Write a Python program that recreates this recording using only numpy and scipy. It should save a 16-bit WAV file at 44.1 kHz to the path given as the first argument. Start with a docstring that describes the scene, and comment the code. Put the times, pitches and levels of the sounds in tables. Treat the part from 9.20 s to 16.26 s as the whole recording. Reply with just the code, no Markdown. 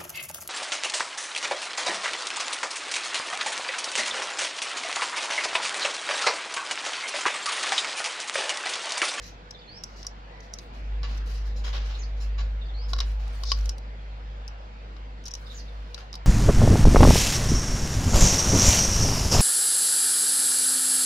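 """Sharp ticks and scratchy scuffs on wire: a parakeet climbs round its cage, close by, before a stone wall.
Beak and claws strike the wires and set bars and frame ringing; feet and feathers rub along them in tiny
slips, and one claw skids down a bar. Further off, a small bird whistles two phrases twice each, and a
very distant call arrives as echoes. Underneath, a low hum swells during the climb over a faint outdoor
wash."""
import sys
import numpy as np
from scipy import signal
from scipy.fft import rfft, irfft
from scipy.io import wavfile
from scipy.ndimage import uniform_filter1d

SR = 44100
rng = np.random.default_rng(int(sys.argv[2]) if len(sys.argv) > 2 else 0)


def dump_mix(stems):
    """Bounce the given channels to the path in sys.argv[1] as a 16-bit WAV at rate SR."""
    frames = np.atleast_2d(stems).T  # one column per channel
    limited = np.clip(frames, -1, 1)  # hard clip at full scale
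    pcm = np.round(limited * 32767).astype(np.int16)
    wavfile.write(sys.argv[1], SR, pcm)


N = 311346
TIME = np.arange(N) / SR

# Beak and claw strikes:
# (time [s], strength [dB], weight [0-1], wire note [Hz], extra tick [dB], left over right [dB])
STRIKES = [(0.3083, -39.5, 0.17, 5620, -3, 2), (0.6368, -33.5, 0.12, 5710, 2, -0.5),
           (0.829, -43, 0.25, 5600, -8, 0), (0.8475, -48.5, 1, 5400, 6, 1), (0.854, -62, 0.65, 5500, 4, -2),
           (0.867, -31.5, 0.09, 5400, 0, 0), (1.2045, -51, 0.25, 6200, -4, 0),
           (1.3332, -56, .2, 5630, 7, -2), (1.3374, -35.5, 0.15, 5850, 5, 0),
           (1.3866, -41, 0.36, 4200, -2, 4), (1.395, -51, 0.45, 5200, -3, -6),
           (1.8313, -41.5, 0.85, 5150, 1, 2), (1.977, -52.5, 0, 5920, 6, -4),
           (3.7333, -27.5, 0.9, 3900, -1, 1), (3.764, -45, 1, 4840, 6, 0), (3.7836, -46, 0.56, 5170, 2, 2),
           (3.7876, -33.5, 0.87, 5340, 1, 2), (3.8036, -26.5, 0.67, 3750, -2.5, 1),
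           (4.079, -58, 0.6, 5600, 15, 0), (4.235, -34, 0.82, 4500, 7, 1.5),
           (4.3178, -20, 0.83, 4740, -3, 2.5), (4.388, -50, 0.33, 5500, 3, 0),
           (4.41, -49, .25, 5400, -1, 0), (4.457, -43.5, 0.31, 3780, 7, 1.5),
           (4.493, -31, 0.24, 5500, 1.5, 0.5), (4.582, -52, 0.5, 5650, 8.5, 4),
           (5.2787, -42, 0.15, 5340, -1, 1), (5.765, -54.5, 1, 3950, -5, 8), (6.0395, -54, 0.1, 5800, 4, 2),
           (6.055, -40, 0.1, 5670, 1, 1), (6.063, -39.5, 0.33, 5040, -4, 2),
           (6.0717, -42, 0.27, 5700, 0, 2), (6.081, -38, 0.24, 6030, 3, 1), (6.109, -46, 0.2, 5800, -3, -3),
           (6.114, -42, 0.1, 5660, -4, 8), (6.1375, -34, 0.04, 5700, -0.5, 2),
           (6.1513, -38.5, 0.34, 6100, 0, -1), (6.7448, -37.5, 0.52, 3930, -1.5, 4.5),
           (6.778, -46.5, 1, 3600, 2, 11), (6.788, -59, 0.5, 5000, 9, 4), (6.929, -40.5, 0.4, 5200, -6, -2),
           (6.9403, -40, 0.76, 4730, -1, -3), (6.9535, -40.5, 0.46, 4900, 1.5, 0)]
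# Light strikes ring one wire, firmer ones clack the bars, heavy ones knock the frame:
# (weight [0-1], wire ring [dB], bar clack [dB], frame knock [dB], tick [dB], rattle [dB])
STRIKE_MIX = [(0, 1, -17.5, -28.5, -17, -34), (.5, -5.5, -0.5, -16, -15, -25),
              (.8, -10.5, -3, -9.5, -25, -13), (1, -14, -3, -1.5, -27, -14)]

def strikes(chatter_s=0.0042, chatter_gain=0.27, buzz_s=0.014, buzz_db=-27, detune=0.0051,
            note_width_hz=650, note_db=7.0, damping_db=12, rattle_s=0.022, size=8192):
    """A snap and brief chatter set wire, bars and frame ringing; heavy strikes leave the bars rattling."""
    out, t, hz = np.zeros((2, N)), np.arange(size) / SR, np.fft.rfftfreq(size, 1 / SR)
    wire_band, bar_band = band(hz, 5260, 6370, 12.6, 15.4), band(hz, 3380, 4930, 3.6, 9.3)
    frame_band, tick_band = band(hz, 800, 2100, 1.1, 5.0), band(hz, 7080, 8700, 6.8, 2.9)
    rattle_band = band(hz, 4550, 5700, 10.7, 21.5)
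    chatter = chatter_gain * (np.exp(-(t / chatter_s) ** 1.44) + amp(buzz_db) * np.exp(-t / buzz_s))
    attack_samples = SR // 110
    for at_s, strength_db, weight, note_hz, tick_db, left_db in STRIKES:
        drive = stereo_noise(size, shared_gain=0.67) * chatter
        snap = np.interp(weight, [0, 1], [2.6, 1.2])  # light claws snap most sharply
        drive[[0, 1], rng.integers(0, 5, 2)] += snap
        wires = cage_response(hz, detune, ripple_db=1.5, spacing_hz=197.6)
        # The claw damps its wire to a broad note, more so under weight.
        wires *= resonances([(note_hz, note_width_hz, note_db - damping_db * weight)], hz)
        *parts_db, rattle_db = strength_db + touch_levels(STRIKE_MIX, weight) + [0, 0, 0, tick_db, 0]
        pan = amp([[left_db / 2], [-left_db / 2]])
        for part, db in zip([wire_band, bar_band, frame_band, tick_band], parts_db):
            tone = ring(drive, part * wires)
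            attack_rms = rms(tone[:, :attack_samples], axis=1, keepdims=True)
            add(out, at_s, amp(db) * pan * tone / attack_rms)
        shake = rng.standard_normal((2, size)) * amp(-drift(size, 250))
        rattle = unit_rms(ring(shake, rattle_band * wire_ripple(hz, 5.5, 130)))
        add(out, at_s, amp(rattle_db) * pan * rattle * np.exp(-t / rattle_s))
    return out


# Cage resonances: (frequency [Hz], width [Hz], peak gain [dB])
CAGE_MODES = [(667, 170, 2.5), (1105, 110, 19), (1420, 62, 12), (1640, 130, -9.5), (2960, 180, 7.5),
              (3350, 110, -1), (3930, 300, 9), (4530, 150, -0.5), (4740, 260, 2), (4940, 110, 5),
              (5250, 140, 6), (5630, 300, 6), (5950, 270, -1.5), (6970, 600, 1.5), (7800, 160, -9),
              (9870, 430, 0), (11300, 1200, -6.5)]

def cage_response(hz, detune, ripple_db, spacing_hz):
    """The cage's modes and those of the touched wire; no two wires are tuned alike."""
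    detuned_hz = hz * (1 + detune * rng.standard_normal())
    return resonances(CAGE_MODES, detuned_hz) * wire_ripple(detuned_hz, ripple_db, spacing_hz)


def wire_ripple(hz, ripple_db, spacing_hz):
    """Gain of the many small treble resonances of one wire."""
    knots_hz = np.arange(0, SR / 2, spacing_hz)
    heights = np.clip(rng.standard_normal(1024), -2, 2)
    bumps = np.interp(hz, knots_hz, np.resize(heights, len(knots_hz)))
    return amp(ripple_db * bumps * band(hz, 2500, SR, 1.6, 0.88))


# Feet and feathers on the wires: (time [s], length [s], strength [dB], pressure [0-1], roof ring [dB])
SCUFFS = [(0.015, 0.064, -49.5, 0.25, -11), (0.659, 0.086, -62, 0.1, -25), (0.756, 0.057, -54, 0.14, -25),
          (1.217, 0.025, -62, 0.23, -22), (1.396, 0.045, -65, .5, -29), (1.528, 0.056, -61.5, 0.66, -20),
          (1.828, 0.021, -49, 1, -1), (1.878, 0.098, -53, 0.69, -13), (2.056, 0.091, -53, 0.39, -20),
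          (2.134, 0.065, -55, 0.2, -20), (2.248, 0.032, -56.5, 0.28, -14),
          (2.357, 0.027, -54.5, 0.27, -2.5), (2.438, 0.043, -45, 0.72, -9), (2.526, 0.041, -43.5, 0.8, -22),
          (2.597, 0.11, -54, 0.87, -20), (2.648, 0.016, -56, 0.35, -18), (2.687, 0.1, -53.5, 0.73, -14),
          (2.963, 0.032, -63, 0.23, -19), (3, 0.034, -52, 0.33, -4), (3.178, 0.032, -49, 1, -1),
          (3.68, 0.027, -51, 0.3, -27), (3.801, 0.0073, -46, 0.9, -20), (3.845, 0.078, -57.5, 0.55, -13),
          (3.989, 0.12, -58, 0.63, -25), (4.12, 0.22, -58, 0.49, -25), (4.351, 0.12, -55.5, 0.59, -25),
          (6.16, 0.087, -64.5, 0.5, -25), (6.259, 0.043, -62.5, 0.55, -25), (6.301, 0.1, -56, 0.4, -23),
          (6.448, 0.4, -65.5, 0.64, -25), (6.78, 0.024, -54.5, 0.8, -14)]
# Light brushes are thin and fizzy, hard rubs full and dull:
# (pressure [0-1], scrape [dB], rustle [dB], fizz [dB])
SCUFF_MIX = [(0, 1.5, -20, -24), (0.501, -3.5, 2, -6.5), (1, -4, 4.5, -34)]

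def scuffs(slips_per_s=2600, crackle_db=1.5, steady_friction=0.46, brush_rise_s=0.012, rub_rise_s=0.0048,
           sag=0.18, fade_s=0.036, flutter_db=0.8, ringing=0.38, detune=0.023, size=20480):
    """Rubbing is a fluttering run of tiny slips that swells, sags and keeps the wires ringing."""
    out, t, hz = np.zeros((2, N)), np.arange(size) / SR, np.fft.rfftfreq(size, 1 / SR)
    bands = [band(hz, 4030, 6140, 10.4, 11.2), band(hz, 337, 3670, 5.3, 6.5),
             band(hz, 5700, 13500, 5.3, 3.0)]
    for at_s, length_s, strength_db, pressure, roof_db in SCUFFS:
        grip = amp(crackle_db * np.minimum(rng.exponential(1, size), 2.6))  # a few slips snap harder
        slips = grip * (rng.random(size) < slips_per_s / SR) + steady_friction
        friction = stereo_noise(size, shared_gain=0.31) * slips
        swell = 1 - np.exp(-t / np.interp(pressure, [0, 1], [brush_rise_s, rub_rise_s]))
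        fade = np.exp(-sag * t / length_s - np.maximum(t - length_s, 0) / fade_s)
        drive = friction * swell * fade * amp(flutter_db * drift(size, 70))
        wires = cage_response(hz, detune, ripple_db=9.5, spacing_hz=139.9)
        wires **= ringing * band(hz, 1700, SR, 0.42, 0.89)  # a rub barely stirs the heavy frame
        scrape, rustle, fizz = (ring(drive, part * wires) for part in bands)
        parts_db = strength_db + touch_levels(SCUFF_MIX, pressure)
        for tone, db in zip([scrape, rustle, flicker(fizz)], parts_db):
            add(out, at_s, amp(db) * tone / rms(tone[:, t < max(length_s, 0.01)]))
        roof = roof_wires(t, pressure, length_s)
        add(out, at_s, amp(strength_db + roof_db) * roof / rms(roof[:, t < length_s + fade_s]))
    return out


def flicker(fizz, depth_db=5.0, grain_db=1.5, grain_hz=350, size=256):
    """The fizz of a rub is grainy and flickers in small patches of time and pitch."""
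    count = fizz.shape[1]
    grainy = fizz * amp(grain_db * drift(count, grain_hz))
    _, _, spectra = signal.stft(grainy, SR, nperseg=size)
    patches = blur(rng.standard_normal(spectra.shape[1:]), rows=3, columns=8)
    return signal.istft(spectra * amp(depth_db * np.clip(patches, -2, 2)), SR, nperseg=size)[1][:, :count]


# Modes of the long roof wires: (frequency [Hz], relative level [dB], t60 [s])
ROOF_MODES = [(1140, 4, 0.18), (1720, 3.5, 0.22), (2300, -5.5, 0.18), (2810, -8, .2), (4000, 3, 0.17),
              (5210, 1.5, 0.14), (5800, -5, 0.18), (6930, -4.5, 0.18)]

def roof_wires(t, pressure, length_s, rise_s=0.006, hold_fraction=0.6, detune=0.003, neighbour_db=-6,
               tilt_db_per_octave=8):
    """A wire and its neighbour swell under the foot, beat and ring out; a light touch favours high modes."""
    neighbour = [(hz, db + neighbour_db, t60_s) for hz, db, t60_s in ROOF_MODES]
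    hz, db, t60_s = np.transpose(ROOF_MODES + neighbour)[:, :, None]
    hz = hz * (1 + detune * rng.standard_normal(hz.shape))
    tilt_db = tilt_db_per_octave * (1 - pressure) * np.log2(hz / hz[0])
    decay_db = 60 * np.maximum(t - hold_fraction * length_s, 0) / t60_s
    modes = amp(db + tilt_db - decay_db) * np.exp(2j * np.pi * hz * t)
    stereo_phases = np.exp(2j * np.pi * (rng.random(len(hz)) + 0.35 * rng.random((2, len(hz)))))
    return (stereo_phases @ modes).real * (1 - np.exp(-t / rise_s))


# Claw slide into the hardest landing: (time [s], length [s], final strength [dB])
SKID = (4.254, 0.064, -34)
# Resonances of that bar: (frequency [Hz], width [Hz], peak gain [dB])
BAR_MODES = [(3930, 250, 3), (5000, 700, -3), (5800, 250, -3), (7050, 400, 4)]

def skid(swell_db=9, stop_s=0.005, judder_db=0.5, judder_hz=260, pan_db=1.0, size=8192):
    """A claw judders down a bar, growing louder until the foot lands."""
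    out, t, hz = np.zeros((2, N)), np.arange(size) / SR, np.fft.rfftfreq(size, 1 / SR)
    at_s, length_s, strength_db = SKID
    drive = stereo_noise(size, shared_gain=0.6) * amp(judder_db * drift(size, judder_hz))
    bar = band(hz, 3800, 5860, 13.0, 11.5) * resonances(BAR_MODES, hz) * wire_ripple(hz, 4.5, 130)
    rasp = unit_rms(ring(drive, bar))
    swell = amp(swell_db * np.minimum(t / length_s - 1, 0))
    stop = np.exp(-np.maximum(t - length_s, 0) / stop_s)
    add(out, at_s, amp([[strength_db + pan_db], [strength_db - pan_db]]) * rasp * swell * stop)
    return out


# Notes of the small bird's phrases: (offset [s], length [s], start [Hz], end [Hz], relative level [dB])
RISING_PHRASE = [(0.002, 0.024, 3940, 3320, -49.5), (0.044, .025, 4780, 4250, -56.5),
                 (0.07, 0.041, 3490, 3380, -53.5), (0.116, .168, 4020, 5800, -50.5)]
FALLING_PHRASE = [(0.012, 0.032, 3750, 3780, -47), (0.054, 0.066, 6910, 5750, -50.5),
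                  (0.096, .036, 5300, 4400, -49)]
# Its song: (phrase, time [s], gain [dB], glide depth [ratio], note stretch [ratio])
SONG = [(RISING_PHRASE, 0.336, 0, 0.95, 0.99), (FALLING_PHRASE, 2.727, -0.5, 0.94, 0.82),
        (RISING_PHRASE, 3.408, -0.86, .7, .84), (FALLING_PHRASE, 6.283, -0.24, 0.97, 0.97)]
# Its single calls: (time [s], length [s], start [Hz], end [Hz], relative level [dB])
SINGLE_CALLS = [(3.013, 0.068, 2630, 2700, -59), (6.254, 0.022, 4700, 4670, -55),
                (6.265, 0.015, 3880, 3690, -51), (6.478, 0.017, 3970, 3750, -55),
                (6.688, 0.083, 2430, 2416, -63)]

def small_bird(gain_db=0.5, pan_db=1.0, lag_samples=20):
    """Whistled notes come from the right, so they reach the left later and softer."""
    out = np.zeros((2, N))
    notes = [(at_s + offset_s, stretch * length_s, start_hz, start_hz + depth * (end_hz - start_hz),
              db + phrase_db)
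             for phrase, at_s, phrase_db, depth, stretch in SONG
             for offset_s, length_s, start_hz, end_hz, db in phrase]
    for at_s, length_s, start_hz, end_hz, db in notes + SINGLE_CALLS:
        tone = amp(db + gain_db) * whistle(length_s, start_hz, end_hz)
        stereo = np.array([np.pad(tone, (lag_samples, 0)), np.pad(tone, (0, lag_samples))])
        add(out, at_s, stereo * amp([[-pan_db], [pan_db]]))
    return out


def whistle(length_s, start_hz, end_hz, ease=0.6, taper=0.47, flutter_db=3.2):
    """One husky note swells and fades, gliding fastest in the middle."""
    progress = np.linspace(0, 1, round(length_s * SR))
    glide = progress - ease * np.sin(2 * np.pi * progress) / (2 * np.pi)
    waver = np.interp(length_s, [0.025, 0.08], [0.05, 0.025])  # short notes are roughest
    pitch_hz = (start_hz + (end_hz - start_hz) * glide) * (1 + waver * drift(len(progress), 300))
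    envelope = amp(flutter_db * drift(len(progress), 150)) * signal.windows.tukey(len(progress), taper)
    return unit_rms(envelope * np.sin(2 * np.pi * np.cumsum(pitch_hz) / SR))


# Slide and held note of a distant call: (time [s], length [s], start [Hz], end [Hz], fundamental [dB])
FAR_CALL = [(1.041, 0.072, 784, 962, -62), (1.085, 0.11, 967, 1003, -63.5)]

def far_call(octave_db=3.0):
    """A very distant call slides up and holds; only its echoes arrive."""
    out = np.zeros((2, N))
    for at_s, length_s, start_hz, end_hz, db in FAR_CALL:
        fundamental = whistle(length_s, start_hz, end_hz)
        octave = amp(octave_db) * whistle(length_s, 2 * start_hz, 2 * end_hz)
        add(out, at_s, amp(db) * (fundamental + octave)[None])
    return wall_echoes(out, t60_s=0.55, treble_t60_s=0.2, gap_s=0.003)


# Swell of the hum: (time [s], level [dB])
HUM_LEVEL = [(0.0, -43.5), (0.51, -54), (0.79, -43), (1.45, -45.5), (1.71, -29), (2.63, -27.5), (2.85, -30),
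             (3.23, -24.5), (3.5, -31.5), (3.78, -25.5), (3.99, -25.5), (4.15, -31.5), (4.38, -24.5),
             (4.48, -24.5), (4.56, -35.5), (4.72, -37), (5.19, -35), (5.52, -41), (5.86, -37.5),
             (6.11, -40.5), (6.61, -36), (6.86, -42.5), (7.04, -37.5), (7.06, -43)]
# Its upward creep: (time [s], pitch [Hz])
HUM_PITCH = [(0, 48.7), (1.0, 49.25), (1.7, 50.76), (7.06, 50.93)]

def hum(waver_db=0.6, octave_offset_db=-41, octave_tracking=0.42, rumble_db=-24):
    """A low, centred hum wavers and swells together with a rumble; its octave swells less."""
    phase = 2 * np.pi * np.cumsum(curve(HUM_PITCH)) / SR
    level_db = curve(HUM_LEVEL) + waver_db * drift(N, 12)
    fundamental = amp(level_db) * np.sin(phase)
    octave = amp(octave_offset_db + octave_tracking * level_db) * np.sin(2 * phase)
    rumble = coloured(rng.standard_normal(N), band(np.fft.rfftfreq(N, 1 / SR), 41, 62, 3.8, 2.95))
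    return np.sqrt(2) * (fundamental + octave) + amp(level_db + rumble_db) * rumble


# Outdoor noise spectrum: (frequency [Hz], relative density [dB])
WASH_SPECTRUM = [(15, -7), (60, -11), (110, -3.5), (150, -1), (220, -3), (290, -7.5), (400, -9),
                 (482, -6.5), (570, -7), (900, -6), (1150, -10.5), (1650, -11), (2800, -16), (4400, -20.5),
                 (7000, -35), (10000, -52.5), (16000, -60)]
# Its loudness: (time [s], level [dB])
WASH_LEVEL = [(0, -49), (1.2, -49), (2.5, -47.5), (3.6, -48.5), (4.6, -49), (5.6, -49.5), (6.3, -49.5),
              (7.06, -49)]
# Its left-right likeness: (frequency [Hz], coherence [0-1])
WASH_COHERENCE = [(60, 0.96), (130, 0.94), (300, 0.54), (500, 0.72), (900, 0.77), (1500, 0.3), (4000, 0.25),
                  (9000, 0.41)]

def outdoor_wash(lag_s=0.0004, patch_db=1.83, pan_db=0.2, size=1024):
    """Distant outdoor noise in drifting patches, mostly from the right."""
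    frames, hz = N // (size // 4) + 5, np.fft.rfftfreq(size, 1 / SR)
    noise = rng.standard_normal((5, frames, len(hz)))
    right, diffuse = noise[0] + 1j * noise[1], noise[2] + 1j * noise[3]
    patches = blur(noise[4], rows=16, columns=8)
    coherence = np.clip(over_log_hz(WASH_COHERENCE, hz), 0, 1)
    delay_s = lag_s * band(hz, 573, SR, 4.9, 4)  # the bass comes from all round
    left = coherence * right * np.exp(-2j * np.pi * hz * delay_s) + np.sqrt(1 - coherence ** 2) * diffuse
    spectra = np.array([left, right]) * amp(over_log_hz(WASH_SPECTRUM, hz) + patch_db * patches)
    _, wash = signal.istft(spectra.transpose(0, 2, 1), nperseg=size, noverlap=size - size // 4)
    return unit_rms(wash[:, :N]) * amp(curve(WASH_LEVEL)) * amp([[-pan_db], [pan_db]])


# Tones in the wash: (centre [Hz], width [Hz], level [dB])
DRONES = [(159, 28, -65.5), (483, 26, -62.5)]

def drones(spread=0.56):
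    """Narrow bands of noise hang in the wash as faint, unsteady tones."""
    hz, out = np.fft.rfftfreq(N, 1 / SR), np.zeros((2, N))
    for centre_hz, width_hz, db in DRONES:
        shared, *sides = rng.standard_normal((3, N))
        out += amp(db) * coloured(shared + spread * np.array(sides), peak(hz, centre_hz, width_hz))
    return out


def wall_echoes(x, t60_s, treble_t60_s, gap_s, echoes_per_s=3000, size=SR // 2):
    """Sparse echoes off stone; the treble dies sooner."""
    taps = rng.standard_normal((2, size)) * (rng.random((2, size)) < echoes_per_s / SR)
    taps *= np.arange(size) / SR > gap_s
    hz, t, spectra = signal.stft(taps, SR, nperseg=256)
    decay_s = over_log_hz([(4500, t60_s), (11000, treble_t60_s)], hz)[:, None]
    _, tail = signal.istft(spectra * amp(-60 * t / decay_s), SR, nperseg=256)
    return signal.fftconvolve(x, tail / np.linalg.norm(tail, axis=1, keepdims=True), axes=1)[:, :N]


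def amp(db):
    return 10 ** (np.asarray(db) / 20)


def rms(x, **axes):
    return np.sqrt(np.mean(x ** 2, **axes) + 1e-20)


def unit_rms(x):
    return x / rms(x)


def curve(points):
    return np.interp(TIME, *np.transpose(points))


def over_log_hz(points, hz):
    knots_hz, values = np.transpose(points)
    return np.interp(np.log(hz + 1), np.log(knots_hz), values)


def touch_levels(table, touch):
    """Level in dB of each part of a sound, for a touch from light (0) to heavy (1)."""
    knots, *parts = np.transpose(table)
    return np.array([np.interp(touch, knots, part) for part in parts])


def add(mix, at_s, sound):
    span = mix[:, max(round(at_s * SR), 0):][:, :sound.shape[1]]
    span += sound[:, :span.shape[1]]


def stereo_noise(count, shared_gain):
    shared, *sides = rng.standard_normal((3, count))
    return shared_gain * shared + np.array(sides)


def coloured(noise, gain):
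    return unit_rms(irfft(rfft(noise) * gain, noise.shape[-1]))


def drift(count, rate_hz):
    """Smooth random motion of rms 1."""
    hz = np.fft.rfftfreq(count, 1 / SR)
    return coloured(rng.standard_normal(count), 1 / (1 + (hz / rate_hz) ** 4))


def blur(grid, rows, columns):
    return unit_rms(uniform_filter1d(uniform_filter1d(grid, rows, axis=0), columns, axis=1))


def band(hz, lo_hz, hi_hz, rise, fall):
    """Pass-band gain; the skirts go as the powers rise and fall of frequency."""
    return 1 / np.sqrt((1 + (lo_hz / (hz + 1)) ** (2 * rise)) * (1 + (hz / hi_hz) ** (2 * fall)))


def peak(hz, centre_hz, width_hz):
    return 1 / (1 + (2 * (hz - centre_hz) / width_hz) ** 2)


def resonances(modes, hz):
    return 1 + sum(amp(db) * peak(hz, centre_hz, width_hz) for centre_hz, width_hz, db in modes)


def ring(x, gain):
    """Minimum-phase filter: it rings after a blow, never before."""
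    log_gain = np.log(np.maximum(gain / gain.max(), 1e-5))
    mirrored = np.r_[log_gain, log_gain[-2:0:-1]]
    return irfft(rfft(x) * np.exp(signal.hilbert(mirrored).conj())[:len(gain)])


def scene():
    """The near cage is fairly dry, its ticks most of all; the far birds are blurred by echoes."""
    ticks, rubs, song = strikes(), skid() + scuffs(), small_bird()
    echo_send = amp(-16) * ticks + amp(-12) * rubs
    cage = ticks + rubs + wall_echoes(echo_send, t60_s=0.17, treble_t60_s=0.11, gap_s=0.0044)
    song_scatter = wall_echoes(song, t60_s=0.059, treble_t60_s=0.04, gap_s=0.001)
    song_tail = wall_echoes(song, t60_s=0.3, treble_t60_s=0.12, gap_s=0.004)
    bird = amp(-3.5) * song + amp(-8) * song_scatter + amp(-7) * song_tail
    return cage + bird + far_call() + hum() + drones() + outdoor_wash()


def record(dry):
    """A steep low-pass removes the highest treble."""
    cutoff_hz = 15900
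    lowpass = signal.firwin(511, cutoff_hz, window=("kaiser", 9), fs=SR)
    return signal.oaconvolve(dry, lowpass[None], "same")


dry = scene()
out = record(dry)
dump_mix(out)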